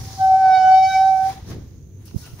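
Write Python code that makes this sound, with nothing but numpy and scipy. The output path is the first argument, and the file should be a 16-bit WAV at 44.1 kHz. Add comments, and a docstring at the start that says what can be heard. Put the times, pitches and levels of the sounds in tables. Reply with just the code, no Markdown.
"""A low rumble and the hiss of a rubber blade come first, then the blade squeals down a window pane.
The lip sticks and slips on one nearly pure note with overtones; soft booms of the pane lie beneath it.
The blade scuffs the bottom of the frame, is lifted, and lands to rub again at the top.
Rubbing is shaped noise in three bands. Late puffs of air thump the right microphone as pressure pulses,
and the lip chirps faintly; the thin sizzle of the background leans far to the right microphone."""
import sys
import numpy as np
from scipy import signal
from scipy.fft import rfft, irfft
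from scipy.io import wavfile
from scipy.ndimage import uniform_filter1d

SR = 44100
rng = np.random.default_rng(int(sys.argv[2]) if len(sys.argv) > 2 else 0)


def store_pcm(level_fs):
    """Save levels as 16-bit WAV."""
    pcm = np.round(np.clip(level_fs, -1, 1) * 32767).astype(np.int16)
    wavfile.write(sys.argv[1], SR, np.atleast_2d(pcm).T)


N = 105840
T = np.arange(N) / SR  # time of every sample, s

# All noise colours are relative: each noise is scaled to rms 1 before its level is set.
# likeness of left and right microphone in every noise [f/Hz, correlation]
LIKENESS = [(50, 0.98), (130, 0.93), (300, 0.77), (1000, 0.5), (2500, 0.085), (5000, 0), (15000, 0.045)]
PATCH_DB, FLICKER_DB = 1, 1.7  # rms grain of noise at grain 1: patches in time and pitch, frame flicker

# colour of the low background [f/Hz, level per Hz/dB]
RUMBLE_COLOUR = [(20, -15), (42, -24), (60, -1.5), (72, -4), (87, 2), (120, -1.5), (160, -9), (240, -16),
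                 (400, -19.5), (600, -36), (1000, -45.5), (2000, -47), (4000, -48.5), (8000, -58),
                 (15000, -47.5)]
# rise and fall of the rumble [t/s, level/dB]
RUMBLE_LEVEL = [(0, -33), (.13, -39), (.27, -40), (.6, -41.5), (1.1, -43.5), (1.36, -39.5), (1.54, -35),
                (1.8, -40.5), (2.4, -40)]
# colour of the faint high sizzle [f/Hz, level per Hz/dB]
SIZZLE_COLOUR = [(3000, -28.5), (5300, -20.5), (6200, 7.5), (6800, 2.5), (7800, -24), (10800, -18),
                 (12500, -28.5), (15000, -9.5)]
SIZZLE_DB, SIZZLE_LEFT_DB = -60, -19  # sizzle before the left microphone is turned down

# friction of the sliding blade [t/s, hiss level/dB, coarser scrape level/dB, highest fizz level/dB]
RUB_LEVELS = [(0, -44, -46, -46.5), (.19, -42.5, -48.5, -47.5), (.35, -48, -49.5, -52),
              (.44, -47.5, -46, -52.5), (.62, -48, -47, -54.5), (.82, -46.5, -53.5, -52.5),
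              (.93, -39, -50.5, -46.5), (1.03, -45.5, -51, -51), (1.17, -49, -52.5, -53),
              (1.3, -43, -40, -45.5), (1.42, -60.5, -52, -62), (1.6, -62.5, -57.5, -71),
              (1.77, -68, -68, -75.5), (1.95, -87, -77, -78), (2.02, -72.5, -61, -61.5),
              (2.135, -64.5, -64.5, -60.5), (2.18, -48, -56.5, -46), (2.24, -47, -54, -47),
              (2.33, -57.5, -56.5, -54), (2.4, -56, -53.5, -53)]
# colour of the hiss [f/Hz, level per Hz/dB]
HISS_COLOUR = [(800, -22), (2750, -24.5), (3450, -8), (4200, -2), (5500, 3.5), (6500, 0), (7800, -15.5),
               (10000, -28), (16000, -34)]
# place of the hiss [f/Hz, left minus right/dB]
HISS_PLACE = [(1000, 5), (3500, -2), (5000, -2.5), (6500, -3.5), (7600, 6), (9000, 8)]
# colour of the coarser scrape [f/Hz, level per Hz/dB]
SCRAPE_COLOUR = [(100, -1), (350, 7.5), (600, 1.5), (950, 3), (1300, -1), (2000, 0), (2700, -5.5),
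                 (4000, -3), (7000, -27), (15000, -31.5)]
# colour of the highest fizz [f/Hz, level per Hz/dB]
FIZZ_COLOUR = [(5000, -21.5), (7800, -8.5), (10300, -0.5), (12000, -6.5), (13700, -7), (15000, -0.5),
               (16000, -1)]
# place of the fizz [f/Hz, left minus right/dB]
FIZZ_PLACE = [(7600, 3), (9000, 14), (11000, 16), (13000, 11), (15500, 13)]
# blade scuffs the frame or lands on the glass
# [t/s, rise/s, decay/s, hiss level/dB, scrape level/dB, fizz level/dB, frame knock level/dB]
SCUFF_EVENTS = [(1.504, 0.032, 0.016, -48.5, -57, -51, -37.5), (1.527, 0.026, 0.016, -57, -44, -60, -34),
                (1.569, 0.034, 0.056, -91, -84.5, -77, -35), (2.057, .003, 0.016, -62, -80.5, -45, -67),
                (2.085, 0.026, 0.023, -53, -67, -67.5, -62), (2.112, 0.001, 0.0027, -69, -51.5, -66, -61),
                (2.266, .008, 0.013, -72, -52.5, -55, -51), (2.398, 0.0086, .03, -66, -51, -54, -49)]
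# colour of the frame's knock, also of the air turbulence [f/Hz, level per Hz/dB]
KNOCK_COLOUR = [(40, -19.5), (80, 6.5), (150, 2.5), (260, -1), (420, -5.5), (700, -19), (1200, -28),
                (4000, -70.5)]

# stick-slip rate of the blade [t/s, f/Hz]
STICK_SLIP = [(0, 769), (.15, 774), (.22, 763.8), (.35, 758.6), (.39, 768), (.43, 761.6), (.52, 754.7),
              (.63, 750.7), (.8, 759.5), (.86, 761), (.9, 765.7), (.93, 763.5), (.97, 762.5), (1.08, 767.3),
              (1.18, 759.2), (1.3, 770.3), (1.42, 774)]
# strength of the squeal's fundamental [t/s, level/dB]
SQUEAL_LEVEL = [(0, -49.5), (.155, -51), (.215, -15.5), (.235, -13), (.27, -14), (.34, -10), (.385, -15),
                (.44, -11.5), (.53, -11), (.59, -14), (.64, -13), (.68, -10), (.745, -8), (.8, -11),
                (.845, -12), (.925, -23.5), (.96, -13.5), (1.01, -12), (1.13, -14), (1.18, -18),
                (1.28, -18.5), (1.305, -25.5), (1.34, -50), (1.38, -41.5), (1.425, -60), (1.46, -100)]
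# place of the fundamental [t/s, left minus right/dB, left lead/rad]
SQUEAL_PLACE = [(.2, 0.5, -0.44), (.42, 0.4, 0.2), (.58, -6.5, 0.36), (.66, -2.5, -0.7), (.76, 2, -0.35),
                (.9, -2.5, -.9), (.96, -1, -0.048), (1.15, -6, -.2), (1.26, -5, 0.32), (1.31, 2.5, 0.99)]
# overtones, strong where the rubber grips hardest
# [t/s, octave level/dB, twelfth level/dB, fifth harmonic level/dB, reference for the others/dB]
GRIP_OVERTONES = [(.183, -58, -80.5, -80, -84.5), (.21, -35.5, -64, -54, -50),
                  (.27, -37, -59.5, -61.5, -56.5), (.39, -39, -56.5, -59.5, -55),
                  (.45, -32.5, -50.5, -56.5, -51.5), (.5, -30.5, -42.5, -55, -49),
                  (.555, -30.5, -33.5, -38.5, -38.5), (.61, -35, -41.5, -53.5, -43),
                  (.67, -28.5, -46, -54, -42), (.75, -34, -36.5, -42.5, -38.5), (.815, -51, -40, -41, -47),
                  (.85, -47.5, -30.5, -52, -34.5), (.91, -30.5, -38, -33, -47),
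                  (.96, -38, -28.5, -46, -37.5), (1.05, -36, -54.5, -44, -53),
                  (1.12, -41.5, -46, -58, -56.5), (1.255, -43.5, -60, -70, -66.5),
                  (1.31, -56.5, -58.5, -73.5, -75.5)]
# the other overtones [multiple of the pitch, level above the reference/dB]
OTHER_OVERTONES = [(4, -7), (6, -5), (7, -3), (8, -9.5), (9, -20.5), (10, -25.5)]
BRIGHT_SIDE_DB = -2.5  # left minus right, for the fifth harmonic and the other overtones
JITTER, JITTER_HZ = 0.00089, 56.7  # rms pitch unsteadiness as a share, and how fast
SHIMMER_DB, SHIMMER_HZ = 0.51, 61.5  # rms level unsteadiness, and how fast
FADING, FADING_HZ = 0.42, 12  # share of reflected sound in the other overtones; rate of all reflections
LOW_FADING = .15  # share of reflected sound in the strongest overtones and the chirps
LOW_WANDER, LOW_WANDER_HZ = 0.65, 4  # rms phase wander of the strongest overtones (rad), and how fast
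FLUTTER_DB, FLUTTER_HZ = -52.5, 28.4  # ringing of the lip under friction, and how fast it varies
STROKE_END_S, RELEASE_S = 1.393, 0.031  # the ringing then dies away exponentially
# two moments when the note's level is roughened [t/s]
ROUGH_TIMES = [.475, .7]
ROUGH_DB, ROUGH_HZ, ROUGH_WIDTH_S = 0.21, 278, 0.041  # rms at its height, how fast, rise and decay

# pane booms softly as the blade catches or reaches the frame [t/s, f/Hz, level/dB]
PANE_THUDS = [(.205, 102.8, -31.5), (1.433, 79.5, -29)]
THUD_RISE_S, THUD_DECAY_S = 0.011, 0.023

# blade rasps briefly as it lands and starts to slide [t/s, level/dB]
RASP_EVENTS = [(2.082, -59), (2.258, -51.5)]
# colour of the rasp [f/Hz, level per Hz/dB]
RASP_COLOUR = [(1700, -36), (2800, 0), (4300, -32.5)]

# puffs of air on the right microphone [t/s, half width to 1/e of the Gaussian/s, peak level/dB]
AIR_PUFFS = [(2.1466, 0.0014, -17.5), (2.1645, .0028, -8.5), (2.339, 0.0033, -21.5)]
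BUFFET_DB, BUFFET_S = -26, 0.023  # turbulence relative to its puff, and its rise and decay

# lip rings faintly as the next stroke begins [t/s, f/Hz, level/dB]
LIP_CHIRPS = [(2.245, 1455, -55.5), (2.287, 1343, -60.5)]
CHIRP_RISE_S, CHIRP_DECAY_S = 0.019, 0.047  # also of the rasps
CHIRP_JITTER = 0.0071  # rms pitch unsteadiness as a share

LEFT_RIGHT = np.array([[.5], [-.5]])  # splits a left-minus-right value between the microphones
EDGE_HZ = 15700  # upper band limit


def amp(db):
    """Decibels to gain."""
    return 10 ** (np.asarray(db) / 20)


def unit(x):
    """Scales to rms 1."""
    return x / np.sqrt(np.mean(abs(x) ** 2) + 1e-20)


def curve(table, axis=1):
    """One column of a time table at every sample."""
    rows = np.array(table)
    return np.interp(T, rows[:, 0], rows[:, axis])


def read(points, hz):
    """A spectrum on a log-frequency axis."""
    f, value = np.transpose(points)
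    return np.interp(np.log(hz + 1), np.log(f), value)


def drift(rate_hz):
    """Smooth random motion of rms 1, up to about the given rate."""
    rolloff = 1 + (np.fft.rfftfreq(N, 1 / SR) / rate_hz) ** 4
    return unit(irfft(rfft(rng.standard_normal(N)) / rolloff, N))


def complex_drift(rate_hz):
    """Random motion of strength and phase together, rms 1."""
    return unit(drift(rate_hz) + 1j * drift(rate_hz))


def noise(spectrum, side=None, grain=0, size=1024):
    """Stereo noise of a given colour at rms 1; grain adds patches and flicker."""
    hop = size // 4
    hz, frames = np.fft.rfftfreq(size, 1 / SR), N // hop + 5
    a, b, c, d, patch = rng.standard_normal((5, frames, len(hz)))
    shared, separate = a + 1j * b, c + 1j * d
    same = np.clip(read(LIKENESS, hz), -1, 1)
    z = np.array([shared, same * shared + np.sqrt(1 - same ** 2) * separate])
    patch = uniform_filter1d(patch, size=14, axis=0)
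    patch = unit(uniform_filter1d(patch, size=7, axis=1))
    flicker = rng.standard_normal((frames, 1))
    z = z * amp(read(spectrum, hz) + grain * (PATCH_DB * patch + FLICKER_DB * flicker))
    if side:
        lean = amp(LEFT_RIGHT[:, :, None] * read(side, hz))
        z = z * lean / np.sqrt((lean ** 2).mean(0))
    sound = signal.istft(z.transpose(0, 2, 1), nperseg=size, noverlap=size - hop)[1]
    return unit(sound[:, :N])


def burst(at, rise, decay):
    """A Gaussian swell to the given moment, then an exponential fall."""
    return np.exp(-(np.minimum(T - at, 0) / rise) ** 2 - np.maximum(T - at, 0) / decay)


def reflected(share, wander=0):
    """Direct sound plus reflections whose strength and phase drift at each microphone."""
    paths = [unit(1 - share + share * complex_drift(FADING_HZ)) for microphone in "LR"]
    return np.array([path * np.exp(1j * wander * drift(LOW_WANDER_HZ)) for path in paths])


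def unsteady_phase(hz, jitter):
    """Running phase of a note whose pitch trembles as the rubber slips."""
    return 2 * np.pi * np.cumsum(hz * (1 + jitter * drift(JITTER_HZ))) / SR


def background():
    """Low rumble as shaped noise, and a thin sizzle leaning to the right microphone."""
    sizzle = noise(SIZZLE_COLOUR, grain=0.93, size=512) * amp(SIZZLE_DB) * amp([[SIZZLE_LEFT_DB], [0]])
    return amp(curve(RUMBLE_LEVEL)) * noise(RUMBLE_COLOUR, size=4096) + sizzle


def rubbing():
    """Friction noise of the sliding blade in three bands, with scuffs that also knock the wooden frame."""
    hiss, scrape, fizz = [amp(curve(RUB_LEVELS, axis)) for axis in (1, 2, 3)]
    levels = np.array([hiss, scrape, fizz, np.zeros(N)])  # the knock sounds only in scuffs
    for at, rise, decay, *levels_db in SCUFF_EVENTS:
        levels += amp(levels_db)[:, None] * burst(at, rise, decay)
    layers = [
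        noise(HISS_COLOUR, HISS_PLACE, grain=0.99, size=512),
        noise(SCRAPE_COLOUR, grain=1.0, size=512),
        noise(FIZZ_COLOUR, FIZZ_PLACE, grain=1.0, size=512),
        noise(KNOCK_COLOUR),
    ]
    return sum(level * layer for level, layer in zip(levels, layers))


def squeal():
    """The rubber lip sticks and slips: a strong fundamental with overtones that follow its grip."""
    phase = unsteady_phase(curve(STICK_SLIP), JITTER)
    place = amp(LEFT_RIGHT * curve(SQUEAL_PLACE)) * np.exp(1j * LEFT_RIGHT * curve(SQUEAL_PLACE, axis=2))
    release = np.exp(-np.maximum(T - STROKE_END_S, 0) / RELEASE_S)
    flutter = amp(FLUTTER_DB) * complex_drift(FLUTTER_HZ) * release
    tone = (amp(curve(SQUEAL_LEVEL)) + flutter) * place * np.exp(1j * phase)

    sounding = (T > GRIP_OVERTONES[0][0]) & (T < GRIP_OVERTONES[-1][0])
    bright_place = sounding * amp(LEFT_RIGHT * BRIGHT_SIDE_DB)
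    for axis, multiple, where in [(1, 2, sounding), (2, 3, sounding), (3, 5, bright_place)]:
        path = reflected(LOW_FADING, LOW_WANDER)
        tone += where * amp(curve(GRIP_OVERTONES, axis)) * path * np.exp(1j * multiple * phase)
    bright = bright_place * amp(curve(GRIP_OVERTONES, axis=4))
    for multiple, db in OTHER_OVERTONES:
        tone += bright * amp(db) * reflected(FADING) * np.exp(1j * round(multiple) * phase)

    near_rough = sum(burst(at, ROUGH_WIDTH_S, ROUGH_WIDTH_S) for at in ROUGH_TIMES)
    roughness = drift(ROUGH_HZ) * near_rough
    unsteady_level = amp(SHIMMER_DB * drift(SHIMMER_HZ) + ROUGH_DB * roughness)
    return np.sqrt(2) * tone.real * unsteady_level


def thuds():
    """The lowest resonance of the pane swells and dies under each push."""
    out = np.zeros(N)
    for at, hz, db in PANE_THUDS:
        swell = burst(at, THUD_RISE_S, THUD_DECAY_S)
        out += np.sqrt(2) * amp(db) * swell * np.sin(2 * np.pi * hz * (T - at))
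    return out


def rasps():
    """A narrow band of friction noise from the edge of the blade."""
    level = sum(amp(db) * burst(at, CHIRP_RISE_S, CHIRP_DECAY_S) for at, db in RASP_EVENTS)
    return noise(RASP_COLOUR, grain=1, size=512) * level


def puffs():
    """Each eddy is one dip of pressure with a little turbulence around it."""
    right, turbulence = np.zeros(N), noise(KNOCK_COLOUR)[1]
    for at, width, db in AIR_PUFFS:
        u = (T - at) / width
        dip = (2 * u ** 2 - 1) * np.exp(-u ** 2)
        buffet = amp(BUFFET_DB) * turbulence * burst(at, BUFFET_S, BUFFET_S)
        right += amp(db) * (dip + buffet)
    return np.array([np.zeros(N), right])


def chirps():
    """Short unsteady notes of the rubber that never build up to a squeal."""
    out = np.zeros((2, N))
    for at, hz, db in LIP_CHIRPS:
        note = (reflected(LOW_FADING) * np.exp(1j * unsteady_phase(hz, CHIRP_JITTER))).real
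        out += np.sqrt(2) * amp(db) * burst(at, CHIRP_RISE_S, CHIRP_DECAY_S) * note
    return out


def scene():
    """Background, wiper, pane and air together at the two microphones."""
    return background() + rubbing() + squeal() + thuds() + rasps() + puffs() + chirps()


def record(dry):
    """A steep upper band limit on both microphones."""
    lowpass = signal.firwin(511, EDGE_HZ, window=("kaiser", 9), fs=SR)
    return signal.oaconvolve(dry, lowpass[None], "same")


dry = scene()
out = record(dry)
store_pcm(out)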